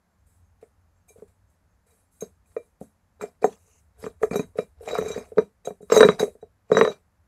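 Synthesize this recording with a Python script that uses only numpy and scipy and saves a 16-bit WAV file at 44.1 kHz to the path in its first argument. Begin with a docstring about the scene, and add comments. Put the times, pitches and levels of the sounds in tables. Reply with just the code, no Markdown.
"""A quiet yard hums throughout, with rumble from handling and breeze; a brass tube murmurs faintly under the fingers.
Rocked and pushed by hand into a tight hole in a hollow boat hull, it gives faint treble hiss and scattered knocks.
A hard knock at 3.4 s leads to dry rasps; from 4 s on the threads catch more thickly and the tube clinks more.
The loudest burst, near 6 s, and another near 6.8 s knock the hull and ring the tube; then the yard remains.
Knocks and clinks are sums of dying modes, grind and hiss are dense tiny slips plus noise, yard and rumble noise."""
import sys
import numpy as np
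from scipy import signal
from scipy.io import wavfile
from scipy.ndimage import uniform_filter1d

SR = 44100
rng = np.random.default_rng(int(sys.argv[2]) if len(sys.argv) > 2 else 0)


def elevation(decibels):
    """Turn decibel levels (scalar or array-like) into linear amplitude ratios."""
    levels = np.asarray(decibels, float)
    return 10 ** (levels / 20)


def dump_mix(stems):
    """Bounce the given channels to the path in sys.argv[1] as a 16-bit WAV at rate SR."""
    frames = np.atleast_2d(stems).T  # one column per channel
    limited = np.clip(frames, -1, 1)  # hard clip at full scale
    pcm = np.round(limited * 32767).astype(np.int16)
    wavfile.write(sys.argv[1], SR, pcm)


N = 320607  # length in samples


def evened(x):
    """Scales to rms 1."""
    return x / np.sqrt(np.mean(x ** 2) + 1e-20)


def peaked(x):
    """Scales to peak 1."""
    return x / (abs(x).max() + 1e-20)


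def bandpass(x, order, low_hz, high_hz):
    """Keeps one band of x."""
    return signal.sosfilt(signal.butter(order, [low_hz, high_hz], "band", fs=SR, output="sos"), x)


def levelled(x, low_hz, high_hz):
    """Scales x so that one band of it has rms 1."""
    return x / bandpass(x, 4, low_hz, high_hz).std()


def read(points, hz):
    """Reads a table on a log-frequency axis."""
    f, value = np.transpose(points)
    return np.interp(np.log(hz + 1), np.log(f + 1), value)


def rising(t, rise):
    """Soft start over rise seconds."""
    return 1 - np.exp(-(t / rise) ** 2)


def wander(shape, span):
    """Slow random drift of rms 1: white noise averaged twice over span samples."""
    x = uniform_filter1d(rng.standard_normal(shape), span)
    return evened(uniform_filter1d(x, span))


def add(mix, s, sound):
    """Mixes a sound in at s seconds."""
    part = mix[round(s * SR):][:len(sound)]
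    part += sound[:len(part)]


def noise(spectrum, patchy_db, size):
    """Random short-time spectra with drifting patches."""
    hz = np.fft.rfftfreq(size, 1 / SR)
    real, imag, patches = rng.standard_normal((4 * N // size + 5, len(hz), 3)).T
    patches = uniform_filter1d(patches, 10, 0)  # across frequency
    patches = evened(uniform_filter1d(patches, 6, 1))  # across time
    z = (real + 1j * imag) * elevation(read(spectrum, hz)[:, None] + patchy_db * patches)
    return evened(signal.istft(z, nperseg=size, noverlap=3 * size // 4)[1][:N])


def rings(modes, t, lag=0):
    """One dying sine for each mode; all fall into step lag seconds after the start."""
    hz, db, t60 = np.transpose(modes)[:, :, None]
    return elevation(db - 60 * t / t60) * np.sin(2 * np.pi * hz * (t - lag))


def detuned(modes, ratio):
    """The same modes with each frequency multiplied by its ratio."""
    moved = modes.copy()
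    moved[:, 0] *= ratio
    return moved


def chatter(modes, per_s, spread_db):
    """Tiny uneven slips, each striking every mode with its own strength."""
    slips = elevation(spread_db * np.minimum(rng.exponential(1, N), 4)) * (rng.random(N) < per_s / SR)
    at, out = np.flatnonzero(slips), np.zeros(N)
    for hz, db, t60 in modes:
        force, radius = slips.copy(), elevation(-60 / t60 / SR)
        force[at] *= rng.standard_normal(len(at))
        turn = 2 * np.pi * hz / SR
        resonator = [1, -2 * radius * np.cos(turn), radius * radius]
        out += elevation(db) * signal.lfilter([np.sin(turn)], resonator, force)
    return evened(out)


# colour of the distant wash: (f/Hz, relative level/dB per Hz)
YARD_COLOUR = [(65, -42), (110, -10), (171, -1), (378, -16.5), (550, -12.5), (909, -13.5), (1700, -18),
               (3120, -30.5), (7360, -29.5), (8340, -33.5), (10100, -31), (12400, -30), (13000, -41.5),
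               (15000, -40.5), (16300, -52.5)]
# handling and breeze on the microphone: (t/s, level/dB), before the gusts
RUMBLE_LEVEL = [(0, -70), (.3, -61.5), (.55, -65.5), (3.9, -67.5), (4.0, -53.5), (4.4, -52.5), (4.7, -60.5),
                (5.1, -50), (5.5, -68.5), (5.85, -62), (5.999, -50), (6.4, -63.5), (7.27, -65)]
# colour of that rumble: (f/Hz, relative level/dB per Hz)
RUMBLE_COLOUR = [(25, -18), (50, -1.5), (88, 6), (125, -18.5), (300, -51.5), (600, -91)]


def yard():
    """Steady distant wash and a low rumble that swells and comes in gusts, both shaped noise."""
    s, db = np.transpose(RUMBLE_LEVEL)
    gusts_db = 1.4 * wander(N, 2500)
    swell = elevation(np.interp(np.arange(N) / SR, s, db) + gusts_db)
    wash = elevation(-72) * noise(YARD_COLOUR, 0.34, size=4096)
    return wash + swell * noise(RUMBLE_COLOUR, 1.6, size=4096)


# reverberation inside the hull: (f/Hz, t60/s)
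CABIN_DECAY = [(150, 0.16), (500, 0.12), (1500, 0.11), (5000, 0.092)]


def cabin(x):
    """The hollow behind the hull: sparse taps of random sign, each band dying at its own speed."""
    taps = np.zeros(SR // 2)
    at = np.arange(300, len(taps) - 20, 20)
    taps[at + rng.integers(0, 20, len(at))] = rng.choice([-1., 1.], len(at))
    hz, t, z = signal.stft(taps, SR, nperseg=256)
    tail = signal.istft(z * elevation(-60 * t / read(CABIN_DECAY, hz)[:, None]), SR, nperseg=256)[1]
    return signal.oaconvolve(x, tail / np.linalg.norm(tail))[:N]


SEATED_S = 4.4  # from about here the tube sits deep in the hole
# modes of the brass tube, also played by rub() and clinks(): (f/Hz, relative level/dB, t60/s)
TUBE_MODES = [(2367, -4, 0.15), (2433, 5, 0.033), (3867, 2.5, 0.15), (3910, -12, 0.09), (5900, -12, 0.16),
              (6447, 4, 0.13), (6680, -5, 0.067), (7030, -1.5, .05), (7546, 2, 0.14), (8160, -1, 0.14),
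              (9400, -6.5, 0.12), (9770, -7.5, 0.074), (11590, -11, 0.08), (11930, -2.5, 0.11),
              (13010, -9.5, .08), (14620, -17, .07), (15216, -11.5, .09)]


def murmur():
    """Resting fingers shift a little and keep middle rings of the tube alive until it is seated."""
    seating_s = .3
    free = 1 / (1 + np.exp((np.arange(N) / SR - SEATED_S) / seating_s))
    drift = elevation(2.5 * wander(N, 4000))
    middle = [TUBE_MODES[5], TUBE_MODES[7], TUBE_MODES[8]]
    return elevation(-91.5) * drift * free * chatter(middle, 150, 2.5)


# dry drags of the thread flank: (start t/s, length/s, level/dB)
RASP_STROKES = [(3.505, .055, -62), (3.57, .1, -74), (3.66, .15, -67), (4.87, .33, -64)]
# their colour: (f/Hz, relative level/dB per Hz)
RASP_COLOUR = [(1500, -35), (2000, -8), (2900, -2), (3300, -33), (5500, -8), (6300, 5), (7800, -3),
               (8500, -41)]


def rasp():
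    """The thread flank drags: short strokes of grainy noise that swell and fade."""
    start, length, db = np.transpose(RASP_STROKES)[:, :, None]
    progress = np.clip((np.arange(N) / SR - start) / length, 0, 1)
    stroke = np.sin(np.pi * progress) ** 0.3
    grain = elevation(2.0 * evened(uniform_filter1d(rng.standard_normal(N), 90)))
    return (elevation(db) * stroke).sum(0) * evened(grain * noise(RASP_COLOUR, 1.8, size=512))


# swells of grind and hiss; the quiet ones are mostly faint treble hiss:
# (start t/s, rise/s, hold/s, grind peak level/dB, hiss peak level/dB)
# grind level is that of its 2.6-3.5 kHz band, hiss level that of its 8.6-11.3 kHz band
RUB_SWELLS = [(0.248, 0.022, 0.1, -99, -75), (0.603, 0.011, 0.023, -87, -77),
              (1.072, 0.013, 0.016, -87, -64), (1.138, 0.029, 0.059, -86, -76),
              (1.269, .01, 0, -87.5, -74.5), (1.491, .01, 0, -101, -78), (1.851, 0.018, 0.14, -88.5, -73.5),
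              (2.091, 0.1, 0.072, -98, -71.5), (2.195, 0.024, 0, -68, -68.5),
              (2.438, 0.079, 0.15, -89.5, -75.5), (2.797, 0.011, 0.022, -80.5, -67),
              (3.197, 0.018, 0, -57.5, -61), (3.411, 0.01, 0.11, -68, -67.5),
              (3.551, 0.11, 0.15, -92.5, -74.5), (3.962, 0.084, 0, -62, -62.5),
              (4.192, 0.04, 0.00075, -67.5, -60), (4.286, 0.048, 0.071, -60, -60.5),
              (4.547, 0.034, 0, -62, -60), (4.789, 0.1, 0.4, -56.5, -66), (5.033, 0.041, 0.12, -58.5, -67),
              (5.352, 0.025, 0.038, -68.5, -69.5), (5.643, 0.0069, 0.018, -68, -62.5),
              (5.801, 0.016, 0.15, -107, -72), (5.895, 0.025, 0.2, -46, -59),
              (5.944, 0.01, 0.048, -48, -55), (6.183, 0.013, 0, -48, -47.5), (6.685, 0.042, 0.18, -53, -64)]


def swelling():
    """Levels of grind and hiss: each swell rises, sags while it holds and dies away; they add in power."""
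    swell_db, longest_hiss_rise_s = 32, 0.034
    start, rise, hold, grind_db, hiss_db = np.transpose(RUB_SWELLS)[:, :, None]
    t = np.arange(0, N, 32) / SR
    age = t - start
    held, late = np.clip(age - rise, 0, hold), np.maximum(age - rise - hold, 0)

    def level(peak_db, up, sag_db_per_s, fall_db_per_s):
        """Level of one layer in time."""
        shape_db = peak_db - swell_db * np.maximum(1 - age / up, 0)
        shape_db = shape_db - sag_db_per_s * held - fall_db_per_s * late
        return np.interp(np.arange(N) / SR, t, np.linalg.norm(elevation(shape_db), axis=0))

    # the hiss lingers: it sags and falls more slowly
    return level(grind_db, rise, 63, 321), level(hiss_db, np.minimum(rise, longest_hiss_rise_s), 15, 186)


# hull panel and the air it encloses, also played by knocks(): (f/Hz, relative level/dB, t60/s)
HULL_MODES = [(128, -17.5, 0.028), (160, -6, 0.032), (178, 2.5, 0.13), (222, -6, 0.24), (260, -3, 0.16),
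              (426, 2.5, 0.06), (440, 10.5, 0.1), (485, 9, 0.068), (536, 1, 0.017), (646.4, 5, 0.085),
              (713, 8.5, 0.06), (713, 0.5, 0.051), (820, -2, 0.026), (979, -2.5, 0.074), (1080, 3.5, 0.033),
              (1194, 6.5, 0.024), (1266, 0.5, 0.038), (1602, -8, 0.023), (1650, -6, 0.028),
              (1810, -4.5, 0.041), (2052, -7.5, 0.023)]
# colour of the grit in the grind: (f/Hz, relative level/dB per Hz)
GRIT_COLOUR = [(250, -6.5), (500, 15), (1200, 11.5), (2200, 7.5), (3000, -2), (5000, 1), (6500, -2.5),
               (7600, 1), (8500, -29)]
# colour of the treble hiss, strongest from 7.7 to 12 kHz: (f/Hz, relative level/dB per Hz)
HISS_COLOUR = [(2500, -30), (4000, -16), (6000, -14.5), (7300, -5), (7700, 1.5), (11900, -1.5),
               (12300, -10.5), (15500, -14)]


def rub():
    """Rubbing threads grind in the hull; a treble hiss swells with a faint singing of the tube."""
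    grind, hiss = swelling()
    # favour hull modes near 480 Hz, ringing longer than when knocked, and tube modes near 8.5 kHz
    hull = [(hz, db - 8 * abs(np.log2(hz / 480)), 1.5 * t60) for hz, db, t60 in HULL_MODES]
    tube = [(hz, db - 5 * abs(np.log2(hz / 8500)), t60) for hz, db, t60 in TUBE_MODES]
    # roughness of the rim makes the grit come in short clumps
    clumps = elevation(3.3 * wander(N, 90))
    grit = evened(clumps * noise(GRIT_COLOUR, 4.4, size=512))
    grinding = 1.6 * chatter(hull, 260, 4.4) + 0.17 * chatter(TUBE_MODES[:5], 900, 1.5) + grit
    hissing = 0.28 * chatter(tube, 500, 1.8) + noise(HISS_COLOUR, 2.7, size=1024)
    return grind * levelled(grinding, 2600, 3500), hiss * levelled(hissing, 8600, 11300)


# tube set ringing: (t/s, level/dB of the 3.9 kHz pair before a common trim,
# level/dB of the 2.4 kHz ring and level/dB of the upper rings, both relative to the pair)
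TUBE_CLINKS = [(1.0876, -70, 16.5, 14), (1.9031, -68, 1, 6), (2.2058, -47, -1, 8.5), (2.456, -79, 9, 8),
               (2.5661, -64.5, 24, 4), (2.822, -79, -6, 19.5), (3.2126, -60, 21, 18),
               (3.4303, -59.5, 23.5, 0), (3.4411, -49, 15.5, 10.5), (4.0411, -64, 15, -1),
               (4.0589, -60, 18, 8.5), (4.226, -51, 13, 12), (4.308, -63.5, 28.5, 16),
               (4.341, -43.5, -7, -4), (4.356, -34.5, -3, -0.5), (4.3924, -40.5, 2, -2.5),
               (4.5856, -42.5, 3.5, -12), (4.879, -43.5, 9.5, 0), (4.9099, -33, -17, -11.5),
               (4.9415, -36.5, 7.5, -3), (4.9786, -36, -2, -2.5), (5.0028, -43, 3, -4),
               (5.024, -46, -13, 2.5), (5.051, -41.5, -7, -4), (5.0798, -40.5, 3, 2),
               (5.1128, -35, -3, -5.5), (5.1589, -51, 1, 1), (5.179, -50, 8, 4.5),
               (5.3802, -42.5, 6, -13.5), (5.6508, -40, -13, -0.5), (5.6729, -45.5, -7, -2.5),
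               (5.819, -64, -11, 6), (5.8977, -40.5, -13.5, -8.5), (5.9201, -34, -4.5, 5.5),
               (5.9423, -25.5, -8, -1), (5.9573, -28, -9, 4), (5.9732, -17, -15, -7.5),
               (6.0029, -17.5, -12.5, -14.5), (6.0312, -13.5, -16.5, -27), (6.0484, -21.5, -15, -15.5),
               (6.0866, -24.5, -30, -22), (6.11, -32, -15.5, -27), (6.1933, -26, -32, -9.5),
               (6.2242, -35, -12, -3), (6.4118, -61, -10, -7.5), (6.7266, -30.5, -8.5, -31),
               (6.748, -26.5, -20, -36), (6.7678, -23.5, -9, -18), (6.7888, -30.5, -7, -10.5),
               (6.813, -27.5, -14.5, -25.5), (6.8256, -32, -3.5, -14), (6.8454, -27.5, -18, -23),
               (6.8748, -30.5, -21, -20.5), (6.909, -68, 25, 10)]
# borders between the six families of tube modes: (f/Hz)
FAMILY_BORDERS = [3000, 5000, 6100, 6900, 8800]
# upper rings thin out in the families near 6.5, 8 and above 9 kHz: (level/dB)
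UPPER_TRIM = [-3.5, -3.5, -5.5]
# how strongly later contacts and the flutter and fade act on each family, low to high: (share)
CHOKE_SHARE = [.3, .8, .4, .4, .4, .6]


def clinks():
    """Where the tube is touched sets which mode families ring; later contacts choke them."""
    t, out, tube = np.arange(8000) / SR, np.zeros(N), np.array(TUBE_MODES)
    family = np.searchsorted(FAMILY_BORDERS, tube[:, 0])
    times, count = np.transpose(TUBE_CLINKS)[0], len(TUBE_CLINKS)
    luck = rng.standard_normal((count, 2, len(tube)))
    scuffs = rng.standard_normal((count, len(t)))
    scuffs = signal.lfilter(*signal.butter(2, [3000, 10500], "band", fs=SR), scuffs)
    scuffs = scuffs * elevation(-60 * t / 0.01) * rising(t, 0.00079)
    # each ring flutters and fades ever faster
    fades = elevation(1.8 * wander((count, len(t)), 200) - 9.0 * (t / 0.12) ** 2)
    choked = np.array(CHOKE_SHARE)[family, None]
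    for (s, db, low_db, upper_db), (spot, detune), scuff, fade in zip(TUBE_CLINKS, luck, scuffs, fades):
        modes = rings(detuned(tube, 1 + .0005 * detune), t)
        # the 5.9 kHz ring comes forward once the tube is seated
        middle_db = upper_db / 2 + 6 * (s > SEATED_S)
        family_db = np.array([low_db, 0, middle_db, *np.add(upper_db, UPPER_TRIM)])[family]
        share = elevation(family_db - 4.0 + 4.8 * spot * (family != 1))
        # each later contact takes 5 dB, times the family's share, within 2 ms
        later = times[(times > s) & (times < s + t[-1]), None] - s
        choke = elevation(-5 * np.clip((t - later) / .002, 0, 1).sum(0))
        ring = rising(t, 0.003) * (share @ (modes * (fade * choke) ** choked))
        add(out, s, elevation(db) * (ring + elevation(upper_db - 4.5) * scuff))
    return out


# a thread catches the rim: (t/s, blow level/dB, hull note f/Hz, crack level/dB, thump level/dB)
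# crack and thump are relative to the blow, before a common trim for each
THREAD_KNOCKS = [(0.626, -33.5, 457, -22, -24.5), (1.102, -45.5, 486, -46, -28),
                 (1.158, -41, 470, -32, -38), (1.182, -44, 480, -22, -10.5), (1.221, -32, 465, -24, -19.5),
                 (2.222, -21.5, 504, -15, -16), (2.565, -16.5, 480, -14, -36.5),
                 (2.811, -28.5, 496, -21, -7.5), (3.195, -45, 476, -29, -27), (3.211, -35, 440, 11, -17),
                 (3.225, -25, 400, -4, -17.5), (3.236, -21, 373, -19.5, -25.5),
                 (3.424, -21, 436, -16.5, -31), (3.442, -2.5, 478.5, -11, -24.5),
                 (3.471, -26, 471, -19.5, -15), (4.026, -35, 434, -18, -18), (4.04, -27, 384, -1.5, -9),
                 (4.064, -21.5, 440, -5.5, -15.5), (4.215, -25, 438, -32, -45), (4.227, -23, 482, -8, -37),
                 (4.232, -8, 472, -4.5, -47), (4.311, -22, 460, -2.5, -4.5), (4.328, -25, 454, -7, -7),
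                 (4.341, -17.5, 440, -12, -22), (4.356, -12, 430, -9.5, -16.5),
                 (4.393, -17.5, 405, -5, -4.5), (4.555, -32, 472, -23, -28), (4.586, -10.5, 516, -10, -21),
                 (4.807, -32, 484, -38, -49.5), (4.824, -37, 468, -38, -38), (4.875, -22.5, 610, -10, -24),
                 (4.888, -27, 520, -7, -27), (4.908, -24, 534, -3.5, -16.5), (4.931, -17, 416, -11, -47),
                 (4.952, -18, 670, 1.5, -40), (4.976, -27, 546, 4, -25), (4.985, -12, 440, -5, -20),
                 (5.012, -19.5, 449, -10.5, -14), (5.023, -20, 477, -9.5, -32.5),
                 (5.048, -24, 427, -12, -25), (5.059, -22.5, 430, -28, -25), (5.078, -31, 450, -14, -10),
                 (5.102, -20.5, 428, -13, -19), (5.16, -20, 427, -29, -19.5), (5.176, -22, 440, -4.5, -12),
                 (5.318, -29, 422, -22.5, -26), (5.371, -13, 434, -39.5, -19.5),
                 (5.382, -4, 473, -8.5, -20), (5.654, -36, 448, -24, -20), (5.672, -16, 540, -15, -23),
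                 (5.705, -26.5, 484, -11.5, -16.5), (5.805, -37, 454, -28.5, -15.5),
                 (5.827, -35.5, 402, -20, -11.5), (5.9, -22, 469, 1.5, -26.5), (5.92, -3, 419, -3, -24.5),
                 (5.94, -13, 494.5, -7, -16), (5.964, -1.5, 452, -7, -23.5),
                 (5.973, -2.5, 419.2, -12.5, -26.5), (5.985, -18.5, 445, -9, -21),
                 (5.997, -11.5, 378.5, -6.5, -19.5), (6.006, 2.5, 439, -1, -19.5),
                 (6.029, 1, 438, -1.5, -31.5), (6.048, -2.5, 445, -5.5, -16),
                 (6.064, -14.5, 432, -4.5, -15), (6.087, -5, 415, 1.5, -14), (6.202, -12.5, 426, -9, -16.5),
                 (6.227, -7.5, 444, -19.5, -20.5), (6.277, -26, 463, -26, -27),
                 (6.351, -39.5, 430, -18, -20), (6.426, -28, 440, -24, -23.5), (6.7, -25, 491, -22, -17.5),
                 (6.716, -2.5, 455.3, -10.5, -20), (6.748, -13, 478, -7, -13.5),
                 (6.756, -20, 454, -10, -27), (6.769, -5.5, 502, 0.5, -19), (6.778, -9.5, 459, -7.5, -21),
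                 (6.789, -8, 423.7, 0.5, -16.5), (6.811, -2.5, 466, 1, -24.5),
                 (6.825, -8.5, 426, -32.5, -14.5), (6.849, -9, 459, -1.5, -50),
                 (6.875, -10.5, 402, -6.5, -48), (6.899, -24.5, 380, -23, -16)]


def knocks():
    """Each blow favours panel modes near its note, with a crack and a thump; sharper cracks start faster."""
    t, out, hull = np.arange(5000) / SR, np.zeros(N), np.array(HULL_MODES)
    hz = hull[:, 0]
    low, high = hz < 300, hz > 880
    luck = rng.standard_normal((len(THREAD_KNOCKS), len(hull), 2))
    grit = rng.standard_normal((len(THREAD_KNOCKS), len(t)))
    grit = bandpass(grit, 4, 800, 2010) + elevation(-20.5) * bandpass(grit, 4, 3000, 5000)
    grit = grit * elevation(-60 * t / 0.0089)
    # the tube rebounds for 13 ms, then rests on the rim again and damps the panel by 15 dB
    settle = elevation(-15 * rising(np.maximum(t - .013, 0), .004))
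    for (s, db, note_hz, crack_db, thump_db), spot, burst in zip(THREAD_KNOCKS, luck, grit):
        # modes below the crack fall into step this many seconds in, later for a weaker crack
        gather = .003 * elevation(-.1 * crack_db)
        # hull modes are detuned slightly at random from blow to blow
        modes = rings(detuned(hull, 1 + 0.038 * spot[:, 1]), t, gather * ~high[:, None])
        share = elevation(4.8 * spot[:, 0])
        near = elevation(-np.minimum(90 * np.log2(hz / note_hz) ** 2, 12))
        body = peaked((share * near * ~low * ~high) @ modes) * settle
        thump = peaked((share * low) @ modes) * settle ** .6
        snap = peaked((share ** 0.49 * high) @ modes) * settle
        crack = peaked(snap + 0.47 * peaked(burst)) * rising(t, 0.00083)
        onset = rising(t, 0.0011 * elevation(-.15 * crack_db))
        blow = onset * (body + elevation(thump_db + 6.5) * thump) + elevation(crack_db + 1.5) * crack
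        add(out, s, elevation(db) * blow)
    return out


# narrow dip in the hull sound: (f/Hz, width/Hz)
HULL_DIPS = [(315, 60)]


def scene():
    """Hull and tube, the hollow behind the hull, and the yard."""
    grind, hiss = rub()
    hull, tube = knocks() + grind, clinks() + hiss + murmur() + rasp()
    for hz, width in HULL_DIPS:
        hull = signal.lfilter(*signal.iirnotch(hz, hz / width, fs=SR), hull)
    close = hull + tube + cabin(elevation(-13) * hull + elevation(-29.0) * tube)
    # the microphone passes little deep bass from the close sounds
    close = signal.sosfilt(signal.butter(2, 85, "high", fs=SR, output="sos"), close)
    return (close + yard())[None]


def top_cut(x):
    """Nothing passes above the cut-off."""
    return signal.sosfilt(signal.butter(12, 16440, fs=SR, output="sos"), x)


def record(dry):
    """Peaks clip just below full scale; a steep low-pass at 15.7 kHz follows."""
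    edge = signal.firwin(401, 15700, window=("kaiser", 9), fs=SR)
    clipped = np.clip(dry, -.98, .98)
    return top_cut(signal.oaconvolve(clipped, edge[None], "same"))


dry = scene()
out = record(dry)
dump_mix(out)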